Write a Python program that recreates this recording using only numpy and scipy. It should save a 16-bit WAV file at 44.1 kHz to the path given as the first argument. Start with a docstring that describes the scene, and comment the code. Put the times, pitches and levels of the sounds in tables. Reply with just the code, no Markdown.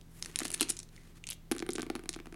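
"""In a small quiet room with a low hum, plastic dice are scooped off a paperback book and rolled back onto it.
Die against die gives a dry, bright clack: a sharp hit with a short chatter rings three broad resonances.
Die against book gives a tick, a slap of the cover and a hollow thud made of fading tones.
Shaped noise makes the hand's brushing and the grinding dice; the hollow of the hand adds pitched knocks.
The room answers with a fading tail of noise."""
import sys
import numpy as np
from scipy import signal
from scipy.fft import rfft, irfft, next_fast_len
from scipy.io import wavfile
from scipy.ndimage import map_coordinates

SR = 44100
rng = np.random.default_rng(int(sys.argv[2]) if len(sys.argv) > 2 else 0)


def dump(signal):
    """Clip the signal to [-1, 1] and save it as 16-bit WAV at the path in sys.argv[1]."""
    limited = np.clip(np.atleast_2d(signal).T, -1, 1)
    pcm = np.round(limited * 32767).astype(np.int16)
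    wavfile.write(sys.argv[1], SR, pcm)


N = 103635

# Time and frequency grids for one short sound
T = np.arange(8192) / SR  # s
HZ = np.fft.rfftfreq(len(T), 1 / SR)

# Room air: [f/Hz, relative level/dB]
AIR_COLOUR = [(28, 2.5), (42, 1), (170, 4), (300, -0.5), (560, -12), (3000, -21), (16000, -27.5)]
AIR_DB = -60.5
# Steady low tones of the room: [f/Hz, middle level/dB]
HUM_TONES = [(27, -55.5), (81.5, -66), (120, -65), (163.5, -61)]
HUM_WAVER_DB = 1.5  # typical size of the random level knots
# Time the room's tail takes to fall by 60 dB: [f/Hz, t/s]
ROOM_T60 = [(300, 0.43), (2000, 0.31), (9000, 0.15), (16000, 0.062)]
ROOM_DELAY_S = 0.004
# Room level for dice in the open hand, dice in a fully closed hand, and the book
OPEN_WET_DB, CUPPED_WET_DB, BOOK_WET_DB = -16.5, -13.5, -15

# How far the hand encloses the dice: [t/s, closed 0-1]
HAND_CLOSED = [(.37, 0.25), (.54, 0.47), (.72, 0.73), (.85, 0.93), (1.3, 0.24), (1.5, 0.01)]
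# Skin and sleeve brushing over the cover: [middle t/s, length t/s, level/dB, extra treble/dB]
STROKES = [(0.212, 0.2, -64.5, 11.5), (0.332, 0.31, -58, -1.5), (.55, .38, -55, -2.5),
           (0.956, 0.08, -63.5, 0), (1.058, 0.14, -63, -1), (1.17, 0.034, -58.5, -2)]
# Sound of the brushing: [f/Hz, relative level/dB]
BRUSH_COLOUR = [(150, 7), (350, 19.5), (620, -0.5), (1900, 6), (5000, -1.5), (10500, -1), (16000, -18)]
STROKE_TREBLE_HZ = (3000, 12000)  # extra treble starts, is complete

# Die against book: [t/s, thud level/dB, cover slap level/dB, tick level/dB]
# THUD_DB, SLAP_DB and TICK_DB are added to these levels
KNOCKS = [(0.404, -30, -16, -44), (0.4168, -12.5, -16, -46), (0.4523, -16, -17, -25),
          (0.6093, -12.5, -12, -31), (0.6172, -8, -29, -31), (0.6272, -18.5, -26, -32),
          (0.6993, -16.5, -29, -26), (1.5145, -2, -14, -14.5), (1.523, -9.5, -17.5, -19.5),
          (1.551, -17.5, -32, -30), (1.5648, -18, -22.5, -26.5), (1.603, -16.5, -30, -48),
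          (1.6246, -8.5, -15, -38), (1.6649, -22, -27.5, -28.5), (1.6908, -5, -15, -19.5),
          (1.7534, -12, -28, -22), (1.7828, -9, -14, -33), (1.7946, -13, -19, -32),
          (1.799, -16, -19.5, -35), (1.83, -13.5, -19, -28), (1.8656, -16, -28, -38),
          (1.9007, -6.5, -13.5, -27), (1.9533, -12, -16, -25), (1.9618, -14, -22, -31.5),
          (1.9936, -20, -27.5, -37.5), (2.0376, -22, -30.5, -37), (2.058, -22, -27, -36),
          (2.0922, -18.5, -24.5, -26), (2.1622, -16.5, -23, -34), (2.1897, -30, -26.5, -61),
          (2.2009, -20.5, -26, -44), (2.2578, -30, -27.5, -38.5), (2.2698, -22, -27, -48),
          (2.3253, -21, -28.5, -39), (2.3433, -26, -29, -39)]
# Tones of the book: [f/Hz, relative level/dB, time to fall by 60 dB t/s]
BOOK_TONES = [(260.3, -1.5, 0.11), (328.2, 15.5, 0.038), (352.2, -7, 0.26), (394.3, -11, 0.23),
              (739, -2.5, 0.037)]
BOOK_RISE_S, BOOK_BAND_HZ, THUD_DB = 0.0013, (166, 800), 1.5
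# Sound of the cover slap: [f/Hz, relative level/dB]
SLAP_COLOUR = [(150, -34), (550, -3.5), (780, 1.5), (980, -3), (1220, 0), (1550, 2), (1880, -3.5),
               (2300, -0.5), (3600, -11), (16000, -28.5)]
SLAP_T60_S, SLAP_DB = 0.015, 0.5  # ring before the hand draws it out; added level
TICK_T60_S, TICK_DB = 0.0034, (-4, -10, 0.5)  # ring; added level in each resonance of the dice

# The hollow of the closed hand rings as the dice shift in it: [t/s, level/dB, pitch f/Hz]
HOLLOWS = [(0.978, -31, 2070), (1.2398, -21.5, 2650), (1.271, -26, 2730), (1.2931, -22.5, 2780),
           (1.3217, -21, 3050)]
HOLLOW_HALF_WIDTH, HOLLOW_T60_S = 0.14, 0.018  # share of the pitch; ring
# Dice grinding past each other in the hand: [t/s, length t/s, level/dB]
GRINDS = [(0.4496, 0.014, -37), (0.5442, 0.0039, -30), (0.621, 0.0071, -41), (0.704, 0.0063, -32.5),
          (1.325, 0.019, -53)]

# Die against die, in each resonance of the dice: [t/s, low level/dB, middle level/dB, high level/dB]
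# CLACK_DB is added to these levels
CLACKS = [(0.013, -35, -31, -39), (0.2255, -18, -5, -20), (0.2478, -20, -20, -23),
          (0.2597, -15.5, -14, -21), (0.3591, -13, -0.5, -9), (0.3893, -12, -9, -2.5),
          (0.397, -13.5, -11, -15), (0.4038, -29, -11, -14), (0.432, -25, -26, -16),
          (0.4341, -15, -17, -20), (0.447, -27, -22, -19), (0.481, -24, -17.5, -14),
          (0.5039, -12.5, -22, -12.5), (0.5166, -23, -16, -13), (0.5281, -26, -24, -16),
          (0.5381, -32, -13.5, -11), (0.5416, -6, -14, -5), (0.5978, -10, -23, -21.5),
          (0.605, -20, -15, -25), (0.6091, -1.5, 0, 2.5), (0.6158, -4.5, -6.5, -4),
          (0.628, -6.5, -11, -5.5), (0.6315, -10, -10, -18), (0.6873, -24, -16, -40),
          (0.6924, -18.5, -11.5, -8), (0.6961, -17, -13, -11), (0.6995, -20, -10, -3.5),
          (0.7023, -12, -4.5, 0), (0.721, -29, -17, -56), (0.768, -27, -17, -20.5), (0.7716, -32, -19, -40),
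          (0.7904, -25, -10, -22.5), (0.8006, -26, -17, -30), (0.8308, -27.5, -22.5, -29),
          (0.8894, -34, -38, -43), (0.9634, -30.5, -33, -43), (1.24, -31, -22.5, -35),
          (1.2692, -30, -13.5, -21), (1.274, -24, -16, -33), (1.2892, -20, -14.5, -13),
          (1.303, -20.5, -35, -7.5), (1.3086, -24.5, -12, -18), (1.3119, -21.5, -14.5, -21),
          (1.3202, -23, -20, -35), (1.3301, -23.5, -18.5, -34.5), (1.5197, -9.5, -13.5, -7),
          (1.5829, -21, -16.5, -22), (1.5929, -14.5, -18.5, -23), (1.602, -18, -20, -25.5),
          (1.706, -31, -14, -23), (1.7112, -29, -20, -44), (1.72, -34, -19, -41), (1.7339, -25, -14, -12),
          (1.756, -20, -15, -25), (1.7607, -18, -13, -32), (1.8078, -19.5, -30, -28),
          (1.8198, -17.5, -11.5, -16.5), (2.092, -7, -5, -13.5), (2.0942, -41, -16, -12.5),
          (2.1301, -24, -19, -28), (2.1383, -18, -20, -30), (2.143, -17.5, -21, -37),
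          (2.1483, -26, -22, -39)]
CLACK_DB = -5
# Centres of the three broad resonances of the dice: [low f/Hz, middle f/Hz, high f/Hz]
DICE_HZ = (3500, 6740, 9400)
# Sound shared by all die hits: [f/Hz, relative level/dB]
DICE_COLOUR = [(150, -12.5), (1000, -9.5), (2600, -1), (4000, 2.5), (5400, -1), (7000, 0), (8300, 0.5),
               (9600, 2), (10600, -1), (11700, -15), (16000, -32.5)]
OPEN_T60_S, CUPPED_T60_S = 0.0043, 0.011  # chatter of a clack in the open and fully closed hand
CHATTER = 0.25  # size against the hit, before the hand changes it
HARDNESS = 0.75  # open hand: dB of top treble per dB by which the high resonance leads the middle
TOP_TREBLE = np.clip((HZ - 10000) / 4000, 0, 1)

TOP_HZ = 16300  # upper limit of the whole sound


def amp(db):
    """Turn decibels into gain."""
    return 10 ** (np.asarray(db) / 20)


def unit(x):
    """Scale a sound to energy 1."""
    return x / np.sqrt(np.sum(x ** 2) + 1e-20)


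def along(points, hz):
    """Read (Hz, value) points along a logarithmic axis."""
    f, v = np.transpose(points)
    return np.interp(np.log(hz + 1), np.log(f + 1), v)


def curve(points, s):
    """Read (s, value) points at the times s."""
    return np.interp(s, *np.transpose(points))


def filtered(x, response):
    """Change the strength of each frequency in x by the given response."""
    m = next_fast_len(N + SR // 2)
    spectrum = rfft(x, m) * response(np.fft.rfftfreq(m, 1 / SR))
    return irfft(spectrum, m)[:N]


def noise(colour):
    """Make coloured noise with an average (rms) strength of 1."""
    shaped = filtered(rng.standard_normal(N), lambda hz: amp(along(colour, hz)))
    return unit(shaped) * np.sqrt(N)


def wobble(rate):
    """Draw a smooth random curve with the given number of knots a second."""
    knots = rng.standard_normal(int(N * rate / SR) + 4)
    return map_coordinates(knots, [np.arange(N) * rate / SR])


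def add(track, s, sound):
    """Mix a sound into the track at time s."""
    part = track[round(s * SR):][:len(sound)]
    part += sound[:len(part)]


def background():
    """Shaped noise is the room air; low tones that gently waver in level and phase are the hum."""
    t = np.arange(N) / SR
    hum = np.zeros(N)
    for hz, db in HUM_TONES:
        level = amp(db + HUM_WAVER_DB * wobble(1.76)) * np.sqrt(2)
        phase = 2 * np.pi * (hz * t + rng.random()) + 0.5 * wobble(2.0)
        hum += level * np.sin(phase)
    return hum + amp(AIR_DB) * noise(AIR_COLOUR)


def room(x):
    """The room spreads sound into a noise tail in which each frequency dies at its own speed."""
    hz, t, z = signal.stft(rng.standard_normal(SR // 2), SR, nperseg=256)
    fade = amp(-60 * t / along(ROOM_T60, hz)[:, None])
    tail = signal.istft(z * fade, SR, nperseg=256)[1]
    delayed = np.pad(unit(tail), (round(ROOM_DELAY_S * SR), 0))
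    return signal.fftconvolve(x, delayed)[:N]


def contact(t60, chatter):
    """A hit pushes once, sharply, then chatters with quickly dying random force."""
    force = chatter * rng.standard_normal(len(T)) * amp(-60 * T / t60)
    force[0] = -1
    return force


def body(force, gain_db):
    """A struck body answers only after the force arrives, with the given gain at each frequency."""
    # Folding the cepstrum to its early half gives a filter with no sound before the hit
    cepstrum = irfft(np.log(amp(gain_db)), len(T))
    cepstrum[1:len(T) // 2] *= 2
    cepstrum[len(T) // 2:] = 0
    return irfft(rfft(force) * np.exp(rfft(cepstrum)), len(T))


def die(force, levels_db):
    """A die rings in three broad resonances; their balance depends on how it is struck."""
    hz = HZ * np.exp(0.03 * rng.standard_normal())  # slightly different pitch each time
    colour = along(DICE_COLOUR, hz) + np.interp(hz, DICE_HZ, levels_db)
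    return np.linalg.norm(amp(levels_db)) * unit(body(force, colour))


def brush(grain_db=2, touches_per_s=600, touch_db=5):
    """Each hand stroke over the book is a swell of uneven hiss; the closing hand jostles the dice."""
    t = np.arange(N) / SR
    hiss, level = np.zeros(N), np.zeros(N)
    for s, length, db, treble_db in STROKES:
        swell = amp(db) * np.exp(-np.abs(2 * (t - s) / length) ** 3)
        hiss += swell * filtered(
            noise(BRUSH_COLOUR), lambda hz: amp(np.interp(hz, STROKE_TREBLE_HZ, (0, treble_db))))
        level += swell
    effort = np.clip(level / level.max() * curve(HAND_CLOSED, t), 0, 1)
    # Touches come more often, and harder, with more effort
    happens = rng.random(N) < effort * touches_per_s / SR
    touches = happens * rng.standard_normal(N) * np.sqrt(SR / touches_per_s)
    touch_sound = die(contact(OPEN_T60_S, CHATTER), np.zeros(len(DICE_HZ)))
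    jostle = signal.fftconvolve(touches * effort, touch_sound)[:N]
    return hiss * amp(grain_db * wobble(110)) + amp(touch_db) * level * jostle


def knocks(scatter_db=2.2, detune=0.046, slap_chatter=0.12, tick_chatter=0.44):
    """A landing die ticks, the cover slaps and the book thuds in several fading tones."""
    out = np.zeros(N)
    pages = signal.butter(2, BOOK_BAND_HZ, "bandpass", fs=SR, output="sos")
    shortest = min(t60 for hz, db, t60 in BOOK_TONES)
    for s, thud_db, slap_db, tick_db in KNOCKS:
        tones = np.zeros(len(T))
        for hz, db, t60 in BOOK_TONES:
            level = amp(db + scatter_db * rng.normal() - 60 * T / t60)
            # Short tones shift more with the landing spot than long ones
            pitch = hz * (1 + detune * shortest / t60 * rng.normal())
            tones += level * np.sin(2 * np.pi * pitch * T)
        thud = unit(signal.sosfilt(pages, tones * (1 - np.exp(-T / BOOK_RISE_S))))
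        # A die under the hand scrapes on instead of bouncing
        drag = 1 + 2 * np.clip(curve(HAND_CLOSED, s), 0, 1)
        slap_force = contact(SLAP_T60_S * drag, slap_chatter * drag)
        slap = unit(body(slap_force, along(SLAP_COLOUR, HZ)))
        tick = die(contact(TICK_T60_S, tick_chatter), TICK_DB)
        add(out, s, amp(thud_db + THUD_DB) * thud + amp(slap_db + SLAP_DB) * slap + amp(tick_db) * tick)
    return out


def hollows(chatter=0.14):
    """Air between the fingers gives a short pitched knock; its pitch follows their grip."""
    out = np.zeros(N)
    for s, db, hz in HOLLOWS:
        band = (hz * (1 - HOLLOW_HALF_WIDTH), hz * (1 + HOLLOW_HALF_WIDTH))
        cavity = signal.butter(2, band, "bandpass", fs=SR, output="sos")
        knock = signal.sosfilt(cavity, contact(HOLLOW_T60_S, chatter))
        add(out, s, amp(db) * unit(knock))
    return out


def grinds(low_db=-4, middle_db=-4, spiky=0.93, edge_db=18):
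    """Edges slip over faces in a dense run of tiny contacts, brightest while the hand is open."""
    out = np.zeros(N)
    for s, length, db in GRINDS:
        grains = rng.standard_normal(len(T)) * np.exp(spiky * rng.standard_normal(len(T)))
        force = grains * np.exp(-(T / length) ** 4)
        force = body(force, edge_db * (1 - curve(HAND_CLOSED, s)) ** 2 * TOP_TREBLE)
        grind = unit(die(force, (low_db, middle_db, 0)))
        add(out, s, amp(db) * np.sqrt(length * SR) * grind)
    return out


def clacks():
    """Dice ring as they collide: hard corner hits are brightest, a closed hand dulls and lengthens."""
    out = np.zeros(N)
    for s, low_db, middle_db, high_db in CLACKS:
        closed = np.clip(curve(HAND_CLOSED, s), 0, 1)
        t60 = OPEN_T60_S + (CUPPED_T60_S - OPEN_T60_S) * closed
        force = contact(t60, CHATTER * (0.5 + 2 * closed))
        treble_db = HARDNESS * (1 - closed) * np.clip(high_db - middle_db, 0, 20)
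        force = body(force, treble_db * TOP_TREBLE)
        add(out, s, amp(CLACK_DB) * die(force, (low_db, middle_db, high_db)))
    return out


def scene():
    """Mix all sources; dice in the closed hand are heard more by way of the room."""
    dice = clacks() + grinds() + hollows()
    book = knocks()
    closed = curve(HAND_CLOSED, np.arange(N) / SR)
    wet_db = OPEN_WET_DB + (CUPPED_WET_DB - OPEN_WET_DB) * closed
    echo = room(amp(wet_db) * dice + amp(BOOK_WET_DB) * book)
    return (dice + book + echo + brush() + background())[None]


def record(dry):
    """Cut the sound off very steeply above its upper frequency limit."""
    return filtered(dry[0], lambda hz: 1 / np.sqrt(1 + (hz / TOP_HZ) ** 160))[None]


dry = scene()
out = record(dry)
dump(out)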